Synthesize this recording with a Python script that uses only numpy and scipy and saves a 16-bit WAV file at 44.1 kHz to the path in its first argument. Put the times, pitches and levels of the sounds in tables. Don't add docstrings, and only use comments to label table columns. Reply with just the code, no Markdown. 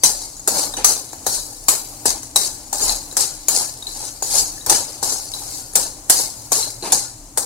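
import sys
import numpy as np
from scipy import signal
from scipy.fft import rfft, irfft
from scipy.io import wavfile
from scipy.ndimage import uniform_filter1d

SR = 44100
rng = np.random.default_rng(int(sys.argv[2]) if len(sys.argv) > 2 else 0)


def master(y):
    cut = np.clip(np.atleast_2d(y).T, -1, 1)
    pcm = np.round(cut * 32767)
    wavfile.write(sys.argv[1], SR, pcm.astype(np.int16))


def invert_db(level):
    return 10 ** (np.asarray(level, dtype=float) / 20)


N = 328545

# start in seconds, peak in dB, ladle note in Hz, thud in dB relative, ring in dB relative.
LANDINGS = [(0.0351, 5.5, 6130, -19, -9), (0.4748, 1, 6970, -21.5, -10), (0.7674, -17.5, 6080, -27, -1),
            (.845, 6.5, 6130, -24, -6.5), (1.265, -3.5, 6570, -10, -11), (1.6836, 6, 8020, -21.5, -20),
            (2.0552, -4, 7570, -6, -9), (2.359, 3.5, 3940, -15, -10), (2.728, -7, 6750, -8, -10),
            (3.1677, -2.2, 6370, -19, -14), (3.483, 2.2, 6870, -19, -11.5), (3.868, -19, 4060, -30, 1.5),
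            (4.2229, -10, 6850, -7, -2.5), (4.6622, -7, 7440, -17, -23), (4.6963, 5.5, 6260, -18, -13.5),
            (5.027, -7, 8030, -7.5, -20), (5.3368, -19, 3970, -28, 1.5), (5.754, 4, 8950, -18.5, -15),
            (6.0975, 8.5, 8800, -19, -32), (6.5188, -1.5, 6890, -8.5, -6.5), (6.8241, -24, 4110, -10, 2),
            (6.9209, 3, 6750, -20.5, -10.5), (7.3734, -1.2, 8150, -12.5, -9)]
# [s, dB, Hz, dB, dB].
KNOCKS = [(.366, -25, 6830, -22, -6), (.395, -23, 6660, -12, -3), (0.585, -12, 7050, -23, -9),
          (0.738, -17, 3845, -2, -4), (1.1306, -19.5, 6740, -6.5, -19), (2.2314, -19, 6200, -14, -15),
          (2.4453, -19, 4470, -29, 1.5), (2.4574, -26, 8680, -32, -1.2), (2.8256, -14.5, 6870, -24, 3.5),
          (2.8943, -16, 4134, -4, 7), (3.112, -21, 3990, -17, -8.5), (3.125, -18, 6800, -11, -12),
          (3.2084, -8, 7400, -35, -7), (3.824, -22.5, 3820, -9, -1), (4.3832, -22.5, 6750, -28, 15),
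          (4.5774, -42, 1770, -14, 9), (4.611, -36, 3920, -22, 5), (5.123, -16.5, 7240, -2, 0.5),
          (5.3844, -34, 4000, -21, 1), (5.734, -23, 10660, -5, -4), (6.6272, -19.5, 4110, -15, 6.5)]
# time in seconds, left over right in dB.
BLOW_LEAN = [(0, 3), (1.3, 6.5), (2.1, 7), (2.4, 4), (3.3, 6.5), (4.3, 4), (5.7, 7), (6.1, -0.5),
             (6.5, 4.5)]
# frequency in Hz, level in dB per Hz.
CRACK = [(590, -26.5), (1000, -8), (3080, -18), (4060, -9), (4940, -8.5), (6080, -2.5), (7310, 0),
         (8680, 2), (9300, -1), (15600, -12.5)]
# frequency in Hz, level in dB per Hz.
BOTTOM = [(88, -16), (150, -16.5), (522, -5.5), (684, -8.5), (808, -1.5), (1200, -14), (1800, -16.5),
          (2340, -126), (3960, -120)]


def blows():
    size = 1600
    t = np.arange(size) / SR
    crack, thud, ladle = np.zeros(N + size), np.zeros(N), np.zeros((2, N))
    for s, db, hz, thud_db, ring_db in sorted(LANDINGS + KNOCKS):
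        at = round(s * SR)
        skip_s = rng.uniform(0.0047, 0.007)
        bounces = 0.3 + np.exp(-(t % skip_s) / 0.00091)
        t60 = 0.05 * invert_db(db / 3)
        envelope = bounces * (1 - np.exp(-t / 0.00022)) * invert_db(-60 * t / t60)
        chatter = rng.standard_normal((2, size)) * envelope
        crack[at:at + size] += invert_db(db - 1.0) * chatter[0]
        thud[at + 40] += invert_db(db + thud_db + 16.0)
        note = np.array([ring(ring(np.pad(c, (0, 4400)), hz, 75.0), hz, 630.0) for c in chatter])
        note *= invert_db(db + ring_db) * sides(5.2)[:, None] / abs(note).max(1, keepdims=True)
        ladle[:, at:at + 6000] += note[:, :N - at]
    lean_db = np.interp(np.arange(N) / SR, *np.transpose(BLOW_LEAN)) - 5.0
    bright = ladle + shake(crack[:N], CRACK, t60=0.022, even=0.2)
    dull = shake(thud, BOTTOM, t60=0.03, even=0.15)
    return bright * sides(lean_db) + signal.lfilter(*signal.butter(3, 260, "high", fs=SR), dull)


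# slide in dB, push delay in seconds, push in dB,
# settling in dB, weight on the bottom in dB.
STROKES = [(-10, .19, -33, -33.5, -6), (-20.5, .12, -20.5, -33, 4.5), (-27, 0.035, -55, -55, 9.5),
           (-26, 0.049, -17, -34, -1.5), (-23, 0.079, -22, -31, -1.3), (-21.5, 0.037, -22.5, -33, 1),
           (-14, 0.21, -39, -59, -3.7), (-20.5, 0.079, -22.5, -33.5, -2), (-26.5, .14, -20, -31.5, 0.8),
           (-28, 0.037, -17.5, -33.5, -2.5), (-23.5, 0.09, -19, -32.5, -0.4), (-58, 0.16, -30.5, -34.5, -1),
           (-43, 0.15, -15, -29, -1.5), (-27.5, .02, -36, -40, 9), (-15.5, 0.05, -17.5, -30.5, 1),
           (-20, 0.092, -23, -29, -2), (-55, 0.2, -32.5, -31, -1), (-17, 0.076, -26.5, -38, 0.5),
           (-18.5, 0.081, -20, -31.5, -2), (-17.5, 0.072, -18.5, -33, 0.3), (-46, 0.042, -28.5, -38, 11.5),
           (-13.5, 0.08, -28, -39.5, -3), (-25, 0.093, -25, -36, 5)]
# push held in seconds, fine seeds in dB, whole nuts in dB.
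HEAP = [(0.039, -5.5, 2), (0.063, 1, -4.5), (.01, -6, 5.5), (0.02, 1.5, 1.5), (0.022, 1.5, -3.5),
        (.01, 5, 2.5), (.01, -3, 5.5), (.02, -1, 2), (0.075, 1.5, -0.5), (0.016, -1.5, 3.5),
        (0.052, -0.5, -0.5), (0.096, -1, 2), (0.021, .3, 0), (.01, .3, -2), (0.018, -3, 3),
        (0.035, -1.5, 0), (0.1, 1, -1), (.02, -3, -2), (0.059, 1, 1), (0.018, -1, -1), (0.03, -4, -0.8),
        (0.017, -12, 1), (.01, 4, -20)]
# bottom rumble, nut rattle and fine seed hiss, all in dB relative.
PHASE_COLOURS = [
    (-8.5, -17, -9.5),
    (-12.5, -18, -13),
    (-10, -16.5, -9),
]


def stroke_controls():
    slide_fall, push_rise, push_fall, settle_fall = 157, 161, 164, 24.4
    push_round_s, slide_rise_s, resting_db = 0.0067, 0.0035, -64
    colours_db = np.array([[0, *c] for c in PHASE_COLOURS])
    power = np.full((4, N), invert_db(2 * resting_db)) * invert_db(2 * colours_db[2:].T)
    for landing, stroke, heap in zip(LANDINGS, STROKES, HEAP):
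        slide_db, delay, push_db, settle_db, weight_db = stroke
        held, seeds_db, nuts_db = heap
        start = round(landing[0] * SR)
        t = np.arange(min(SR, N - start)) / SR
        outside = np.maximum(abs(t - delay) - held / 2, 0)
        away = np.hypot(outside, push_round_s) - push_round_s
        slide = slide_db - slide_fall * t
        push = push_db - np.where(t < delay, push_rise, push_fall) * away
        settle = settle_db - settle_fall * t
        phases = invert_db(2 * np.array([slide, push, settle]))
        layers_db = colours_db + [0, weight_db, weight_db + nuts_db, seeds_db]
        rise = 1 - np.exp(-(t / slide_rise_s) ** 2)
        previous = power[:, start - 1:start] * (1 - rise)
        power[:, start:start + SR] = invert_db(2 * layers_db.T) @ phases * rise + previous
    return 10 * np.log10([power[0], *power[1:] / power[0]])


def grit(per_s, spread_db, lumpy_db):
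    size = invert_db(spread_db * np.minimum(rng.exponential(1, N), 5)) * rng.choice([-1., 1.], N)
    clumps = invert_db(lumpy_db * evened(uniform_filter1d(rng.standard_normal(N), size=300)))
    return evened(size * clumps * (rng.random(N) < per_s / SR))


# frequency in Hz, level in dB per Hz.
PAN_WALL = [(710, -52), (1200, -27), (1690, -26.5), (2140, -18.5), (3350, -18.5), (3820, -13), (4040, -7),
            (4400, -4.5), (4950, -5), (5690, -5.5), (6610, -2.5), (10700, -4.5), (15600, -14)]
# frequency in Hz, width in Hz, level in dB.
LADLE = [(1446, 24, -9), (1730, 21, -12.5), (2142, 58, -13.5), (3940, 23, -0.5), (4750, 120, 3),
         (6130, 19, 0), (6870, 100, 2), (7640, 22, -1), (8980, 69, 1), (10570, 40, 2)]


def drag():
    level_db, rumble_db, rattle_db, fine_db = stroke_controls()
    contacts = grit(5000, spread_db=2.0, lumpy_db=-1.0) * invert_db(level_db)
    knocks = grit(160, spread_db=4.0, lumpy_db=3.0) * invert_db(level_db - 11)
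    wall = invert_db(2.5) * shake(contacts + knocks, PAN_WALL, t60=0.016, even=1.0)
    wall += band(wall, 10800, "high") * (invert_db(fine_db + 4.5) - 1)
    wall += band(wall, [1300, 3400]) * (invert_db(rattle_db + 16.5) - 1)
    for hz, width_hz, db in LADLE:
        for port in (0, 1):
            grip_db = db - 26 - 1.7 * port + 7.7 * wander(18.0)
            wall[port] += ring(contacts * invert_db(grip_db), hz, 0.5 * width_hz)
    nuts = grit(1500, spread_db=2.5, lumpy_db=-1.5) * invert_db(level_db + rumble_db - 0.1)
    return wall + shake(nuts, BOTTOM, t60=0.04, even=0.76)


# start in seconds, length in seconds, start pitch in Hz, end pitch in Hz, level in dB.
GROANS = [
    (.54, .069, 626, 490, -36),
    (.56, .05, 370, 280, -43),
    (.625, .09, 294, 285, -44),
    (.5, .08, 215, 170, -44),
    (6.825, .03, 370, 300, -37),
    (6.855, .03, 420, 330, -37),
    (6.87, .08, 290, 280, -42),
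]


def groans():
    out = np.zeros(N)
    for s, length, start_hz, end_hz, db in GROANS:
        part = np.arange(round(length * SR)) / (length * SR)
        wobble = evened(uniform_filter1d(rng.standard_normal(8000), size=300))[:len(part)]
        pitch_hz = start_hz + (end_hz - start_hz) * part ** 1.45 + 10 * wobble
        moan = np.sqrt(np.sin(np.pi * part)) * np.sin(2 * np.pi * np.cumsum(pitch_hz) / SR)
        out[round(s * SR):][:len(part)] += invert_db(db + 6) * moan
    return out


def walls(x):
    t = np.arange(12000) / SR
    echoes = rng.choice([-1., 1.], (2, 12000)) * (rng.random((2, 12000)) < 0.05)
    taps = echoes * invert_db(-60 * t / 0.28) * (t > 0.006)
    return signal.oaconvolve(x, taps / np.linalg.norm(taps[0]), axes=1)[:, :N]


# frequency in Hz, level in dB per Hz.
KITCHEN = [(26, -12), (45, 2), (129, 2), (195, -9.5), (303, 4), (388, -11.5), (808, -5.5), (1190, -13),
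           (1420, -18), (3420, -22), (4370, -20.5), (6960, -5.5), (10500, -14.5), (15600, -24)]
# time in seconds, rise in dB.
SURGES = [
    (.33, 7),
    (.81, 11),
    (1.41, 4),
    (1.8, 4.5),
    (2.9, 14),
    (3.95, 10),
    (4.4, 3),
    (5.89, 4),
    (7.24, 6),
]


def kitchen():
    t = np.arange(N) / SR
    hiss_db = -41.5 + 1.5 * wander(4.0)
    hiss = evened(irfft(pair(KITCHEN, np.ones(N), N)[:, 0], N))
    surge_db = sum(db * np.exp(-((t - s) / 0.086) ** 2) for s, db in SURGES)
    rumble = invert_db(-49.5 + surge_db) * far_machine([25, 38], 0.18)
    swell_db = 12.5 * np.exp(-((t - 6.77) / 0.49) ** 2)
    hum = invert_db(-57.5 + 2.5 * wander(3.3) + swell_db) * far_machine([105, 135], 0.081)
    return invert_db(hiss_db) * hiss + rumble + hum


def far_machine(edges_hz, own_share):
    noise = rng.standard_normal(N + SR) + own_share * rng.standard_normal((2, N + SR))
    return evened(band(noise, edges_hz)[:, SR // 2:SR // 2 + N])


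def shake(force, colour, t60, even=0):
    hop, count = 1024, N // 1024 + 1
    t = np.arange(2 * hop) / SR
    bursts = pair(colour, invert_db(-60 * t / t60), 4 * hop, count, even)
    at = np.arange(count)[:, None] * hop + np.arange(2 * hop)
    window = np.sin(np.pi * np.arange(2 * hop) / (2 * hop))
    pieces = np.pad(force, (hop, 2 * hop))[at] * window
    rung = irfft(rfft(pieces, 4 * hop) * bursts)
    out = np.zeros((2, N + 6 * hop))
    for k in range(4):
        part = rung[:, k::4].reshape(2, -1)[:, :N + (6 - k) * hop]
        out[:, k * hop:k * hop + part.shape[1]] += part
    return out[:, hop:hop + N]


def ring(force, hz, width_hz):
    r = np.exp(-np.pi * width_hz / SR)
    turn = 2 * np.pi * hz / SR
    mode = signal.lfilter([np.sin(turn)], [1, -2 * r * np.cos(turn), r * r], force)
    return np.sqrt(2 * (1 - r * r)) * mode


# frequency in Hz, left-right likeness from 0 to 1.
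PORT_LIKENESS = [(60, 0.94), (130, 1), (290, 1), (640, 0.79), (1410, -0.0), (3100, 0.13), (6820, 0.0),
                 (15000, 0.089)]
# frequency in Hz, left over right in dB.
PORT_BALANCE = [(60, 0), (180, 2), (550, 2), (1650, 0), (4970, 7.5), (15000, 3)]


def pair(colour, fade, size, count=1, even=0):
    hz = np.fft.rfftfreq(size, 1 / SR)
    a, b = rfft(rng.standard_normal((2, count, len(fade))) * fade, size)
    same = np.clip(read(PORT_LIKENESS, hz), -1, 1)
    z = np.array([a, same * a + np.sqrt(1 - same ** 2) * b])
    z /= abs(z) ** np.clip(even, 0, 1)
    z = z * invert_db(read(colour, hz)) * sides(read(PORT_BALANCE, hz))[:, None]
    return z / np.sqrt(np.mean(abs(z) ** 2))


def read(points, hz):
    f, value = np.transpose(points)
    return np.interp(np.log(hz + 1), np.log(f + 1), value)


def sides(pan_db):
    return invert_db(np.array([pan_db / 2, -pan_db / 2]))


def wander(per_s):
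    knots = rng.standard_normal(400)
    return np.interp(np.arange(N) / SR * per_s, np.arange(400), knots)


def evened(x):
    return x / np.sqrt(np.mean(x ** 2) + 1e-20)


def band(x, edges_hz, kind="band"):
    return signal.sosfiltfilt(signal.butter(3, edges_hz, kind, fs=SR, output="sos"), x)


def scene():
    hits = blows()
    return hits + drag() + groans() + invert_db(-6) * walls(hits) + kitchen()


def low_pass(x):
    return signal.sosfilt(signal.butter(12, 16460, fs=SR, output="sos"), x)


def record(dry):
    edge = signal.firwin(511, 15850, window=("kaiser", 9), fs=SR)
    heard = signal.oaconvolve(dry, edge[None], "same", axes=1)
    notch_hz, width_hz = 3360, 270
    heard = heard - 0.18 * band(heard, [notch_hz - width_hz / 2, notch_hz + width_hz / 2])
    return low_pass(np.clip(heard, -1, 1))


dry = scene()
out = record(dry)
master(out)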